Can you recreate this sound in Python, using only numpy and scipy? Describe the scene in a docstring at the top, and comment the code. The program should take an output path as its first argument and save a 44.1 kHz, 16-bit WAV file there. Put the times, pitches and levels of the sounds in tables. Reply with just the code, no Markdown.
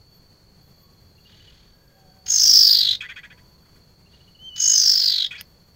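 """A caged iora, close by, gives two loud falling rasps, each ending in a low chatter.
Air drives both sides of its syrinx in about fifty bursts a second; the chatter is clicks ringing its throat.
A second bird pips, whistles, mutters softly and flutters. One sharp tick comes from the cage.
Insects shrill behind them over a low outdoor rumble and faint far calls."""
import sys
import numpy as np
from scipy import signal
from scipy.fft import rfft, irfft
from scipy.io import wavfile
from scipy.ndimage import uniform_filter1d, minimum_filter1d

SR = 44100
rng = np.random.default_rng(int(sys.argv[2]) if len(sys.argv) > 2 else 0)


def bounce(signal):
    """Save signal as a 16-bit WAV file at the path given by the first command-line argument."""
    frames = np.transpose(np.atleast_2d(signal))
    limited = np.clip(frames, -1, 1)
    pcm = np.round(limited * 32767).astype(np.int16)
    wavfile.write(sys.argv[1], SR, pcm)


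N = 253575
T = np.arange(N) / SR


def rasp(start_s, length_s, attack_s, burst_hz, peak_db, swell_db, opening_s, fall_s, end_hz, overtone_db):
    """Falling buzz: air bursts drive two voices, rush through the beak and ring the throat."""
    # air rush through the open beak: freq_hz, gain_db
    beak = [(600, -13), (1100, -13), (1550, 0), (2050, 0), (2400, -2), (2800, 6), (3300, 2.5), (5000, 10.5),
            (6400, -1), (7700, -18), (8700, -19.5), (13000, -19.5), (15500, -8)]
    top_hz, opening_hz, settle_s, lower_ratio = 5910, 610, .13, .9
    swell_s, hold_s, release_s, relax_s = .18, .1, .028, .098
    lead_change_s, slowing_hz = .07, 3.8
    end_s, progress = start_s + length_s, ramp(start_s, length_s)
    hz = top_hz + (end_hz - top_hz) * ramp(start_s, fall_s) ** 2.15
    upper_hz = hz + opening_hz * (1 - ramp(start_s + opening_s, settle_s))
    # upper voice leads at the opening and the close, nearly level between
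    lead_db = 5.5 - 4 * ramp(start_s + opening_s - lead_change_s / 2, lead_change_s)
    lead_db += 8.5 * ramp(end_s - .16, lead_change_s)
    fade_start_s = start_s + attack_s + swell_s + hold_s
    slack = 1 - ramp(start_s + attack_s, swell_s) + .83 * ramp(fade_start_s, end_s - fade_start_s)
    effort_db = -swell_db * slack - 29 * (1 - ramp(start_s, attack_s))
    effort_db -= 9.5 * ramp(end_s - release_s, release_s)
    cycles = np.cumsum((burst_hz - slowing_hz * progress) * (T > start_s)) / SR
    burst = np.sin(np.pi * (cycles + .03 * wander(25))) ** 2
    push = burst ** .9
    lead = undb(lead_db + 2 * wander(25))
    both_sides = syrinx(hz * lower_ratio, burst) + lead * syrinx(upper_hz, burst)
    fundamentals, overtones = both_sides / np.hypot(1, lead)
    overtones *= undb(overtone_db - 4.5 * ramp(end_s - relax_s, relax_s))
    # membranes keep swinging between bursts, less so late in the call; overtones throb least
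    leak = .51 - .478 * progress
    voices = fundamentals * (push + leak) / (.68 + leak) + overtones * (push + 1) / 1.5
    rush_level = undb(-36 + .05 * effort_db) * np.sqrt(gate(start_s, end_s, edge_s=.01))
    rush = noise(beak) * (burst + .099) * rush_level
    throat_hz = 1600 + 484 * progress + 170 * wander(300)
    undertone = tone(throat_hz) * burst * undb(-47) * np.sqrt(progress)
    voices *= undb(peak_db - 2 + effort_db + 1.08 * wander(25))
    return gate(start_s, end_s) * (voices + rush + undertone)


def syrinx(hz, burst, arch_hz=360, jitter_hz=200, shimmer_db=2.5, hoarseness=.12):
    """One side of the syrinx as [fundamental, overtones]; pitch arches with each burst and shakes."""
    # overtone strength by where it falls: freq_hz, gain_db
    overtone_curve = [(6000, -16), (8000, -37), (9800, -34.5), (11000, -38.5), (12200, -29), (13400, -26),
                      (14700, -12), (16000, -18.5)]
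    # windpipe passband with a sharp lower edge: freq_hz, gain_db
    windpipe = [(1500, -26), (2500, -22), (2900, -14), (3150, 0), (5300, 0), (6500, 0), (7800, 3),
                (8700, -6), (11000, -9), (15000, -3)]
    hz = hz * (1 + .012 * wander(40)) + arch_hz * (burst - .75) + jitter_hz * wander(550)
    freq_hz, gain_db = np.transpose(overtone_curve)
    overtones = sum(tone(k * hz) * undb(np.interp(k * hz, freq_hz, gain_db)) * (k * hz < SR * .4)
                    for k in (2, 3))
    # uneven swings spread a hoarse skirt around the pitch
    fundamental = tone(hz) * (1 + hoarseness * wander(1900))
    return np.array([colour(fundamental, windpipe), overtones]) * unit(undb(shimmer_db * wander(600)))


def chatter(creak_hz=149.4, slowing_s=.02, hiss_db=-19, hiss_s=.00034, ring_attack_s=.0013):
    """Creaky notes: clicks slow down while the lowest throat resonance rises and grows."""
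    # notes: start_s, length_s, level_db, first_click_hz, bright_mode_db
    notes = [(3.004, 0.025, -37.5, 900, -28), (3.013, 0.06, -35.5, 448, -25),
             (3.085, 0.047, -37, 477.7, -18), (3.157, 0.045, -39, 476, -15), (3.228, 0.037, -44, 449, -22),
             (3.298, 0.037, -49.5, 445, -22), (3.372, 0.033, -61, 453, -22),
             (5.306, 0.026, -40.5, 747, -16), (5.323, 0.031, -43.5, 514, -10),
             (5.348, 0.029, -44, 709, -13), (5.373, 0.047, -42, 600, 13.5)]
    # throat resonances, low to bright: freq_hz, width_hz, gain_db, rise_share
    throat = [(1790, 320, 0, .38), (2480, 300, 0, .08), (3230, 400, 0, .04), (4700, 900, 0, .25)]
    out, t = np.zeros(N), T[:SR // 10]
    for start_s, length_s, level_db, first_click_hz, bright_mode_db in notes:
        progress = np.clip(t / length_s, 0, 1)
        click_hz = creak_hz + (first_click_hz - creak_hz) * np.exp(-t / slowing_s)
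        click_hz *= 1 + .1 * wander(300)[:len(t)]
        cycles = np.floor(np.cumsum(click_hz) / SR)
        clicks = np.flatnonzero(np.diff(cycles) * (progress[1:] < 1))
        age_s, place = np.maximum(t - t[clicks, None], 0), progress[clicks, None]
        strength = np.clip(np.minimum(place, 1 - place) / .21, 0, 1)
        low_mode_db = 5 - 20 * np.log2(first_click_hz / 462)  # weaker after a fast start
        weights = [undb(low_mode_db) * (.25 + 1.55 * place), 2.83 * np.exp(-1.9 * place),
                   1.05 - .23 * place, undb(bright_mode_db)]
        pulses = undb(hiss_db) * np.exp(-age_s / hiss_s) * (age_s > 0) * rng.standard_normal(len(t))
        for (freq_hz, width_hz, gain_db, rise_share), weight in zip(throat, weights):
            ring = np.exp(-np.pi * width_hz * age_s) * (1 - np.exp(-age_s / ring_attack_s))
            mode_hz = freq_hz * (1 + rise_share * (place - .5))
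            pulses += weight * undb(gain_db) * ring * np.sin(2 * np.pi * mode_hz * age_s)
        note = unit((strength * pulses).sum(axis=0))
        i = int(start_s * SR)
        out[i:i + len(t)] += note * undb(level_db) * np.sqrt(t[-1] / length_s)
    return colour(out, [(500, -12), (1400, -9), (7000, -6), (10000, -21.5)])


def whistle(start_s=4.388, break_s=4.495, end_s=4.768, high_hz=3116, held_hz=2972):
    """Second bird's nearly pure note: scoops up, steps down, swells and flicks up at the end."""
    scoop_hz, scoop_s, flick_hz, flick_s = 240, .022, 238, .0086
    step_s, swell_s, release_s = .012, .2, .022
    age_s, left_s = np.maximum(T - start_s, 0), np.maximum(end_s - T, 0)
    step = ramp(break_s - step_s / 2, step_s)
    hz = high_hz + (held_hz - high_hz) * step
    hz += flick_hz * np.exp(-left_s / flick_s) - scoop_hz * np.exp(-age_s / scoop_s)
    hz *= 1 + .0035 * wander(60)
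    level_db = -28.5 - 24.5 * (1 - ramp(start_s, swell_s)) - 6.5 * step
    level = undb(level_db) * np.minimum(left_s / release_s, 1) * gate(start_s, end_s)
    return (tone(hz) + undb(-21) * tone(2 * hz) + undb(-34) * tone(4 * hz)) * level


def pips(count=5, target_hz=3004, first_flat_hz=220, half_length_s=.014, droop=.15):
    """Second bird's runs of short arched notes that climb and grow louder."""
    # pip runs: start_s, spacing_s, first_db, growth_db_per_pip
    runs = [(1.187, .0741, -56.5, 1.8), (4.068, 0.072, -56.5, 0.8)]
    out = np.zeros(N)
    for start_s, spacing_s, first_db, growth_db in runs:
        for k in range(count):
            offset = np.clip((T - start_s - k * spacing_s) / half_length_s, -1, 1)
            hz = (target_hz - first_flat_hz / 2 ** k) * (1 - droop * offset ** 2)
            out += tone(hz) * undb(first_db + k * growth_db) * np.cos(np.pi * offset / 2) ** 2
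    return out


def mutter(throb_hz=40, throb_depth=.31, attack_s=.066, release_s=.31):
    """Second bird's soft throbbing noise under its pips."""
    # mutters: start_s, length_s, level_db
    mutters = [(1.228, 0.58, -59), (4.077, 0.29, -61.5)]
    # mutter spectrum: freq_hz, gain_db
    spectrum = [(1100, -19), (1800, -1.5), (2300, -4), (3200, 2.5), (4000, 3), (5200, -9), (7000, -12.5),
                (10000, -54)]
    throb = unit(1 + throb_depth * tone(throb_hz * (1 + .051 * wander(6.6))))
    level = sum(undb(db) * ramp(start_s, attack_s) * (1 - ramp(start_s + length_s - release_s, release_s))
                for start_s, length_s, db in mutters)
    return noise(spectrum) * throb * level


def wings(beat_hz=29.9):
    """Second bird's feathers brush the air in quick soft beats."""
    # flutters: start_s, length_s, level_db
    flutters = [(3.62, .09, -66), (3.735, 0.055, -63.5)]
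    # feather noise: freq_hz, gain_db
    spectrum = [(300, -4), (900, 4), (2200, 1), (4000, -11), (14000, -13)]
    beats = unit(np.sin(np.pi * beat_hz * T) ** 2 + .4)
    level = sum(undb(db) * gate(start_s, start_s + length_s, edge_s=.014)
                for start_s, length_s, db in flutters)
    return noise(spectrum) * beats * level


def cage_tick(start_s=5.411, gain_db=-22, snap_s=.00046):
    """A small hard knock on the cage: a snap and a brief ring."""
    # cage modes: freq_hz, level_db, t60_s
    modes = [(1960, -35, 0.004), (3050, 0.5, 0.0037), (6450, -14, 0.0048), (11260, -11, 0.014),
             (12070, -10.5, 0.026), (12800, -18, .02), (14800, -7, .003)]
    t = np.maximum(T - start_s, 0)
    ring = sum(undb(db - 60 * t / t60_s) * np.sin(2 * np.pi * hz * t) for hz, db, t60_s in modes)
    snap = .32 * noise([(600, -29), (1600, 6)]) * np.exp(-t / snap_s)
    return undb(gain_db) * colour((ring + snap) * (t > 0), [(600, -13), (1600, 1)])


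def surroundings(x, scatter_db=-8, scatter_t60_s=.11, tail_db=-29, tail_t60_s=.3):
    """Adds close echoes, quick scatter round the cage and a faint short tail."""
    # echoes off close surfaces: delay_s, gain_db
    echoes = [(.000607, -10), (.00076, -16), (.000912, -15), (.001228, -13)]
    t = T[:SR // 2]
    scatter, tail = rng.standard_normal((2, len(t))) * (t > .002)
    scatter = undb(scatter_db) * unit(scatter * undb(-60 * t / scatter_t60_s))
    tail = undb(tail_db) * unit(tail * undb(-60 * t / tail_t60_s))
    response = (scatter + tail) / np.sqrt(len(t))
    for delay_s, gain_db in echoes:
        response += undb(gain_db) * np.sinc((t - delay_s) * SR)
    return x + signal.fftconvolve(x, response)[:N]


def shrill_insects(upper_hz=4510, lower_hz=4260, drift_hz=14, tremble_hz=28, shimmer=.56):
    """Two unbroken shimmering shrills; the lower one quietens for a while."""
    # upper insect's loudness: time_s, level_db
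    upper_levels = [(0, -60), (.45, -63), (1.2, -64.5), (1.65, -61.5), (1.87, -65), (2.15, -58.5),
                    (3.4, -63.5), (5.75, -63.5)]
    upper_db = np.interp(T, *np.transpose(upper_levels))
    lower_db = -66 - 8 * gate(1.66, 3.48, edge_s=.091)
    out = np.zeros(N)
    for hz, level_db in ((upper_hz, upper_db), (lower_hz, lower_db)):
        pitch_hz = hz + drift_hz * wander(1.5) + tremble_hz * wander(140)
        out += tone(pitch_hz) * undb(level_db + wander(6)) * unit(1 + shimmer * wander(70))
    return out


def cricket(octave_db=-4, whine_db=-1, whine_floor_db=-83):
    """A thin insect note in stretches; its fourth harmonic whines on between them."""
    # song stretches: start_s, end_s, pitch_hz, level_db
    stretches = [(0, .35, 3350, -78), (.5, 1.45, 3370, -77), (1.7, 2.3, 3322, -76), (2.95, 3.3, 3322, -81),
                 (3.35, 4.05, 3362, -78), (4.2, 4.6, 3350, -81), (5.3, 5.8, 3360, -80)]
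    starts_s, ends_s, pitches_hz, _ = np.transpose(stretches)
    hz = np.interp(T, (starts_s + ends_s) / 2, pitches_hz) + 9 * wander(120)
    level = sum(undb(db) * gate(start_s, end_s, edge_s=.13) for start_s, end_s, _, db in stretches)
    level *= undb(2 * wander(6.7))
    whine = (level * undb(whine_db) + undb(whine_floor_db)) * tone(4 * hz) * undb(3 * wander(15))
    return level * (tone(hz) + undb(octave_db) * tone(2 * hz)) + whine


def rumble(air_db=-55):
    """Outdoor air with a low rumble that swells now and then."""
    # outdoor air: freq_hz, gain_db
    air = [(25, -3.5), (45, -1.5), (85, 0.5), (125, -1.5), (175, -1), (260, -12.5), (480, -12.5),
           (700, -18), (1100, -21), (2000, -25.5), (3500, -30), (6500, -27.5), (8500, -36.5), (15500, -34)]
    # rumble swells: start_s, length_s, centre_hz, level_db
    swells = [(0.888, 0.68, 90, -59.5), (1.4, 0.41, 45, -59), (2.2, 0.9, 90, -54.5)]
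    out = noise(air) * undb(air_db + wander(12))
    for start_s, length_s, centre_hz, level_db in swells:
        band = unit(resonate(rng.standard_normal(N), centre_hz, width_hz=centre_hz / 2))
        out += band * undb(level_db) * gate(start_s, start_s + length_s, edge_s=.097)
    return out


def far_calls():
    """Faint wavering calls, blurred by distance."""
    # calls: start_s, length_s, first_hz, last_hz, level_db
    calls = [(.72, .3, 1140, 1100, -73), (1.66, .6, 1650, 1560, -73), (1.92, .53, 765, 742, -64),
             (1.75, .6, 555, 570, -70), (3.2, .45, 960, 1030, -70)]
    out = np.zeros(N)
    for start_s, length_s, first_hz, last_hz, level_db in calls:
        end_s = start_s + length_s
        hz = np.interp(T, [start_s, end_s], [first_hz, last_hz]) * (1 + .025 * wander(77))
        out += tone(hz) * undb(level_db + 3 * wander(20)) * gate(start_s, end_s, edge_s=.072)
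    return out


def undb(db):
    """Decibels to gain."""
    return 10 ** (np.asarray(db) / 20)


def unit(x):
    """Scale to rms 1."""
    return x / np.sqrt(np.mean(x ** 2) + 1e-20)


def ramp(start_s, length_s):
    """Linear rise from 0 to 1."""
    return np.clip((T - start_s) / length_s, 0, 1)


def gate(start_s, end_s, edge_s=.004):
    """1 between two times, with ramped edges."""
    return np.clip(np.minimum(T - start_s, end_s - T) / edge_s, 0, 1)


def tone(hz):
    """Sine of rms 1 on a moving pitch."""
    return np.sqrt(2) * np.sin(2 * np.pi * np.cumsum(hz) / SR)


def colour(x, points):
    """Filter by (freq_hz, gain_db) points."""
    hz, db = np.transpose(points)
    f = np.maximum(np.fft.rfftfreq(N, 1 / SR), 1)
    return irfft(rfft(x) * undb(np.interp(np.log(f), np.log(hz), db)), N)


def noise(points):
    """Coloured noise of rms 1."""
    return unit(colour(rng.standard_normal(N), points))


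def wander(hz):
    """Smooth random motion of rms 1, rolling off above hz."""
    f = np.fft.rfftfreq(N, 1 / SR)
    return unit(irfft(rfft(rng.standard_normal(N)) * np.exp(-.5 * (f / hz) ** 2), N))


def resonate(x, hz, width_hz):
    """Steep resonance: the same band-pass twice."""
    b, a = signal.iirpeak(hz, hz / width_hz, fs=SR)
    return signal.lfilter(b, a, signal.lfilter(b, a, x))


def scene():
    """Both birds in their cage, the outdoors behind; mono."""
    # iora's rasps: start_s, length_s, attack_s, burst_hz, peak_db, swell_db,
    # opening_s, fall_s, end_hz, overtone_db
    rasps = [(2.257, 0.704, .05, 52.8, -9.5, 10, .08, .63, 3849, -1.5),
             (4.555, .718, 0.059, 51.7, -14, 6.5, .19, .70, 3626, -5.5)]
    iora = sum(rasp(*row) for row in rasps) + chatter()
    second_bird = whistle() + pips() + mutter() + wings()
    cage = surroundings(iora + second_bird) + cage_tick()
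    return (cage + shrill_insects() + cricket() + rumble() + far_calls())[None]


def record(dry, ceiling=.82, window_samples=129, top_hz=15750):
    """Quick peak limiter, then a steep low-pass."""
    gain = minimum_filter1d(ceiling / np.maximum(np.abs(dry), ceiling), size=window_samples)
    limited = dry * uniform_filter1d(gain, size=window_samples)
    return signal.sosfilt(signal.ellip(10, .2, 80, top_hz, fs=SR, output="sos"), limited)


dry = scene()
out = record(dry)
bounce(out)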